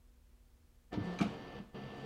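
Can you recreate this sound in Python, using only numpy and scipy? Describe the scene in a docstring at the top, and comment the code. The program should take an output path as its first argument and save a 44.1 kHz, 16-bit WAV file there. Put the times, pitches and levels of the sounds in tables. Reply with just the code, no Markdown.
"""Mains hum and low rumble in a quiet room, with faint microphone hiss, before a small desktop printer moves.
Its feeder motor starts with a jolt and strains; a latch snaps over with a clunk; the motor runs on, stops
for a moment and starts again, with paper rustling faintly over the rollers.
Shaft tones and dense tooth impacts make the motor, decaying casing modes and noise the knocks, noise the
paper. The direct sound stands 12 dB above a short, dull tail from desk and walls."""
import sys
import numpy as np
from scipy import signal
from scipy.fft import rfft, irfft
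from scipy.io import wavfile
from scipy.ndimage import uniform_filter1d

SR = 44100
rng = np.random.default_rng(int(sys.argv[2]) if len(sys.argv) > 2 else 0)


def wrap_up_sound(samples):
    """Save the sound to the file named by the first command line argument, as 16-bit audio."""
    columns = np.atleast_2d(samples).T
    # keep every value between -1 and 1, then stretch to whole-number steps
    tamed = np.clip(columns, -1, 1)
    steps = np.round(tamed * 32767).astype(np.int16)
    wavfile.write(sys.argv[1], SR, steps)


N = 90449  # samples

# Spectrum of rumble and hiss, relative: pitch_hz, level_db (dB per Hz)
AIR_SPECTRUM = [(15, -18.5), (40, 3), (62, -4.5), (78, -3.5), (95, -15), (200, -21), (400, -26.5),
                (1000, -32.5), (4000, -38.5), (15900, -42)]
AIR_DB = -64.5
# Mains hum: multiple of the mains frequency, level_db
HUM = [(1, -70.5), (2, -87.5), (4, -79), (5, -98.5), (6, -89), (8, -88.5), (10, -104)]
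MAINS_HZ = 60

# Motor drive over time: start_s, casing drone level_db, gear rattle level_db, gearbox ringing level_db
DRIVE = [(.9, -99, -127, -90), (.915, -63, -77, -77), (.94, -53, -41.5, -84), (.97, -43.5, -52, -55),
         (1.02, -59, -50.5, -58), (1.06, -47.5, -49.5, -50), (1.13, -89, -47.5, -62),
         (1.17, -54, -52.5, -53), (1.26, -42.5, -45.5, -54), (1.32, -52, -50.5, -52.5),
         (1.5, -55.5, -53, -55), (1.59, -54.5, -53, -53.5), (1.62, -55.5, -61.5, -82),
         (1.68, -72, -66, -76), (1.73, -69, -73, -77), (1.752, -49.5, -51, -53.5),
         (1.85, -53.5, -53, -53.5), (1.95, -55.5, -53, -53), (2.05, -50.5, -51.5, -52.5)]
# Commutator hum, loud while the motor strains: start_s, level_db
STRAIN = [(1.0, -85), (1.04, -46), (1.08, -38), (1.13, -39), (1.18, -46), (1.22, -52), (1.6, -63),
          (1.65, -94), (1.73, -91), (1.76, -58), (2.05, -68)]
# Gear whine: start_s, level_db
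WHINE = [(.9, -100), (.925, -58.5), (.96, -69.5), (1.02, -64), (1.05, -61), (1.12, -61), (1.17, -65),
         (1.26, -74), (1.32, -66.5), (1.59, -63.5), (1.63, -108), (1.73, -77), (1.77, -65.5), (2.05, -64)]
# Other shaft orders: multiple of the shaft, level_db against the gear whine
SHAFT_ORDERS = [(6, 2.5), (8, 0.5), (9, 1), (11, -1), (12, -1.5), (13, 3.5), (15, -4.5), (20, -8.5),
                (34, -11), (36, -10.5), (51, -14.5), (53, -17.5), (80, -19)]
# Idler gear tones: multiple of the idler, level_db against the casing drone
IDLER = [(2, -7), (3, -5), (4, -10)]
# Low casing resonances rung by the gears: pitch_hz, width_hz, level_db
CASING = [(134, 60, -4.5), (207, 13.4, -1.5), (230.5, 15, -7), (288, 48, -9), (364, 32, -10.5)]
# Upper gearbox resonances: pitch_hz, width_hz, level_db
GEARBOX = [(450, 77, -7.5), (647, 75, -18.5), (754, 130, -17.5), (1140, 56, -34), (2914, 870, -15.5),
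           (4620, 400, -22), (5660, 1150, -30)]
# Gear rattle spectrum, relative: pitch_hz, level_db (dB per Hz)
RATTLE_SPECTRUM = [(70, -3.5), (130, -22), (250, -4), (600, -8), (1300, -13.5), (1600, -18), (2600, -23),
                   (4200, -25), (6500, -40), (9000, -64), (14000, -70)]
SHAFT_HZ, IDLER_HZ = 59.07, 67.1
SPEED_WAVER = .0008  # rms, as a fraction of the shaft speed
GEAR_TEETH = 30
IMPACTS_PER_S, IMPACT_SPREAD_DB = 7000, 1.6
FLUTTER_DB = 1.2  # rms, of each gear-rung resonance

# Blows: start_s, thump level_db, favoured pitch_hz, spread_octaves, clatter level_db, clatter centre_hz,
# clatter t60_s
KNOCKS = [(0.911, -63, 200, 0.68, -87, 1500, 0.023), (0.92, -55, 1500, .4, -57.5, 1480, 0.12),
          (0.9295, -37.5, 408, 0.77, -47, 3530, 0.071), (.940, -53, 1000, 0.88, -58, 3000, 0.025),
          (0.975, -31.5, 197, 0.81, -68, 1510, 0.033), (0.989, -43, 346, 0.23, -60, 1500, 0.053),
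          (1.004, -32.5, 100, 0.38, -75, 1500, .04), (1.1885, -43.5, 3280, 0.95, -39.5, 3500, 0.082),
          (1.2037, -32.5, 1350, 0.17, -70, 3000, .03), (1.2085, -31.5, 407, 0.93, -40, 3000, 0.12),
          (1.2143, -26, 189, 0.32, -40.5, 3500, 0.083), (1.222, -30.5, 650, 0.41, -46.5, 6460, 0.086),
          (1.264, -43, 170, 0.54, -67, 3000, 0.068), (1.6, -40.5, 168, 0.17, -86, 2000, 0.036),
          (1.744, -49, 255, 0.77, -72, 2000, 0.068)]
# Modes of the struck casing: pitch_hz, level_db against the thump, t60_s
CASING_MODES = [(58, 2, 0.34), (106, 3, 0.087), (144, -3, 0.045), (187.1, 5, 0.099), (210, -12, 0.66),
                (260, -15, 0.025), (301, 2, 0.09), (378.7, -1, 0.098), (483, -7.5, 0.057), (693, -3.5, 0.1),
                (804, -13.5, 0.21), (1288, 4, 0.017), (2347, 5, 0.081), (3940, 0, 0.04), (6230, -2, 0.054)]
# Spectrum of clattering loose parts, relative: pitch_hz, level_db (dB per Hz)
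CLATTER_SPECTRUM = [(500, -5), (1200, 8.5), (1900, -4), (2500, 0.5), (3500, -5.5), (5000, -11.5),
                    (6300, -12.5), (9000, -19), (15900, -29.5)]
BLOW_CYCLES = 0.37  # rise of a thump, in cycles of its favoured pitch
CLATTER_ATTACK_S = .0012

# Paper sliding over the rollers: start_s, level_db
PAPER = [(1.0, -101), (1.05, -76), (1.14, -78), (1.18, -82), (1.28, -71), (1.4, -88.5), (1.9, -91),
         (1.98, -78), (2.05, -80)]
PAPER_HZ, PAPER_WIDTH_HZ = 6940, 3600

RADIATES_HZ = 59.4  # the casing radiates little below this
ROOM_T60_S, ROOM_DB = .33, -12
ROOM_BOTTOM_HZ, ROOM_TOP_HZ = 350, 3700
TOP_HZ = 15800


def undb(db):
    """dB to gain."""
    return 10 ** (np.asarray(db) / 20)


def curve(table, column=1):
    """Gain over time from a dB column of rows led by start_s, silent before the first."""
    rows = np.array(table)
    return undb(np.interp(np.arange(N) / SR, rows[:, 0], rows[:, column], left=-160))


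def unit(x):
    """Scale to rms 1."""
    return x / np.sqrt(np.mean(x ** 2))


def colour(x, spectrum):
    """Shape x by a pitch_hz, level_db spectrum, then scale to rms 1."""
    hz, db = np.array(spectrum).T
    log_hz = np.log(np.arange(N // 2 + 1) * SR / N + 1)  # + 1 avoids log(0)
    gain = undb(np.interp(log_hz, np.log(hz), db))
    return unit(irfft(rfft(x) * gain, N))


def ring(x, hz, width_hz):
    """A resonance of gain 1 at its centre."""
    b, a = signal.iirpeak(hz, hz / width_hz, SR)
    return signal.lfilter(b, a, x)


def walk(rate):
    """Smooth random drift of rms 1, averaged twice over 1 / rate seconds."""
    k = int(SR / rate)
    once = uniform_filter1d(rng.standard_normal(N), k)
    return unit(uniform_filter1d(once, k))


def tones(table, phase, waver_db):
    """Multiples of a rotation, each wavering in level."""
    total = np.zeros(N)
    for multiple, db in table:
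        gain = np.sqrt(2) * undb(db + waver_db * walk(4.9))  # sqrt(2) gives a sine rms 1
        total += gain * np.sin(multiple * phase + 2 * np.pi * rng.random())
    return total


def background():
    """Low rumble and microphone hiss as shaped noise, and mains hum as harmonics of the supply."""
    mains = 2 * np.pi * MAINS_HZ * np.arange(N) / SR
    air = undb(AIR_DB) * colour(rng.standard_normal(N), AIR_SPECTRUM)
    return air + tones(HUM, mains, .8)


def tooth_impacts():
    """Dense gear-tooth impacts: clicks at random moments, of random sign and strength."""
    chance, side, strength = rng.random((3, N))
    hits = chance < IMPACTS_PER_S / SR
    return hits * np.sign(side - .5) * undb(-IMPACT_SPREAD_DB * np.log(strength + 1e-9))


def rung(impacts, resonances):
    """Tooth impacts ring a set of resonances, each fluttering in level."""
    total = np.zeros(N)
    for hz, width_hz, db in resonances:
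        tone = unit(ring(ring(impacts, hz, width_hz), hz, 2 * width_hz))
        total += undb(db + FLUTTER_DB * walk(60)) * tone
    return total


def motor():
    """Shaft orders, gear whine and dense tooth impacts that ring casing and gearbox."""
    shaft = 2 * np.pi * np.cumsum(SHAFT_HZ * (1 + SPEED_WAVER * walk(8.85))) / SR
    impacts = tooth_impacts()
    idler = tones(IDLER, shaft * IDLER_HZ / SHAFT_HZ, 0.94)
    drone = curve(DRIVE) * (rung(impacts, CASING) + idler)
    rattle = curve(DRIVE, column=2) * colour(impacts, RATTLE_SPECTRUM)
    gearbox = curve(DRIVE, column=3) * rung(impacts, GEARBOX)
    # third shaft order with a buzz above it
    strain = curve(STRAIN) * tones([(3, 0), (6.3, -11)], shaft, .8)
    orders = tones([(GEAR_TEETH, 0)], shaft, 1.4) + tones(SHAFT_ORDERS, shaft, 0.5)
    return drone + rattle + gearbox + strain + curve(WHINE) * orders


def thump(t, blow_hz, octaves):
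    """A blow rings the casing modes, most strongly near its pitch, each dying away exponentially."""
    total = np.zeros(len(t))
    for hz, db, t60_s in CASING_MODES:
        gain = undb(db + rng.standard_normal())  # each blow differs by about 1 dB per mode
        nearness = np.exp(-.5 * (np.log2(hz / blow_hz) / octaves) ** 2)
        total += gain * nearness * np.exp(-np.log(1000) * t / t60_s) * np.sin(2 * np.pi * hz * t)
    return total * np.minimum(t * blow_hz / BLOW_CYCLES, 1)


def knocks():
    """Each blow thumps the casing and sets loose parts clattering, as a decaying band of uneven noise."""
    t = np.arange(SR // 2) / SR
    out = np.zeros(N + SR)
    noise = colour(rng.standard_normal(N), CLATTER_SPECTRUM) * undb(2.0 * walk(440))
    noise = np.pad(noise, (0, SR))
    for start_s, db, blow_hz, octaves, clatter_db, clatter_hz, decay_s in KNOCKS:
        i = int(start_s * SR)
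        clatter = ring(noise[i:i + len(t)], clatter_hz, 1.56 * clatter_hz)
        clatter *= np.exp(-np.log(1000) * t / decay_s) * np.minimum(t / CLATTER_ATTACK_S, 1)
        out[i:i + len(t)] += undb(clatter_db) * clatter - undb(db) * thump(t, blow_hz, octaves)
    return out[:N]


def paper():
    """Paper sliding over the rollers: a faint airy rustle of band-limited noise, uneven in level."""
    hiss = rng.standard_normal(N)
    for _ in range(2):
        hiss = ring(hiss, PAPER_HZ, PAPER_WIDTH_HZ)
    return curve(PAPER) * unit(hiss) * undb(1.6 * walk(60))


def room(x):
    """A short, dull tail from desk and walls: decaying, band-limited noise convolved with the sound."""
    t = np.arange(SR // 2) / SR
    decay = np.exp(-np.log(1000) * t / ROOM_T60_S)
    tail = rng.standard_normal(len(t)) * decay * np.minimum(t / 0.005, 1)  # builds up over 5 ms
    b, a = signal.butter(1, [ROOM_BOTTOM_HZ, ROOM_TOP_HZ], "band", fs=SR)
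    tail = signal.lfilter(b, a, tail)
    tail /= np.sqrt(np.sum(tail ** 2))
    return x + undb(ROOM_DB) * signal.fftconvolve(x, tail)[:N]


def scene():
    """The small casing radiates no deep bass; the room and background surround it."""
    no_bass = signal.butter(3, RADIATES_HZ, "high", fs=SR, output="sos")
    printer = signal.sosfilt(no_bass, motor() + knocks() + paper())
    return (room(printer) + background())[None]


def record(dry):
    """The top is cut steeply, by a tenth-order low-pass."""
    return signal.sosfilt(signal.ellip(10, .2, 60, TOP_HZ, fs=SR, output="sos"), dry)


dry = scene()
out = record(dry)
wrap_up_sound(out)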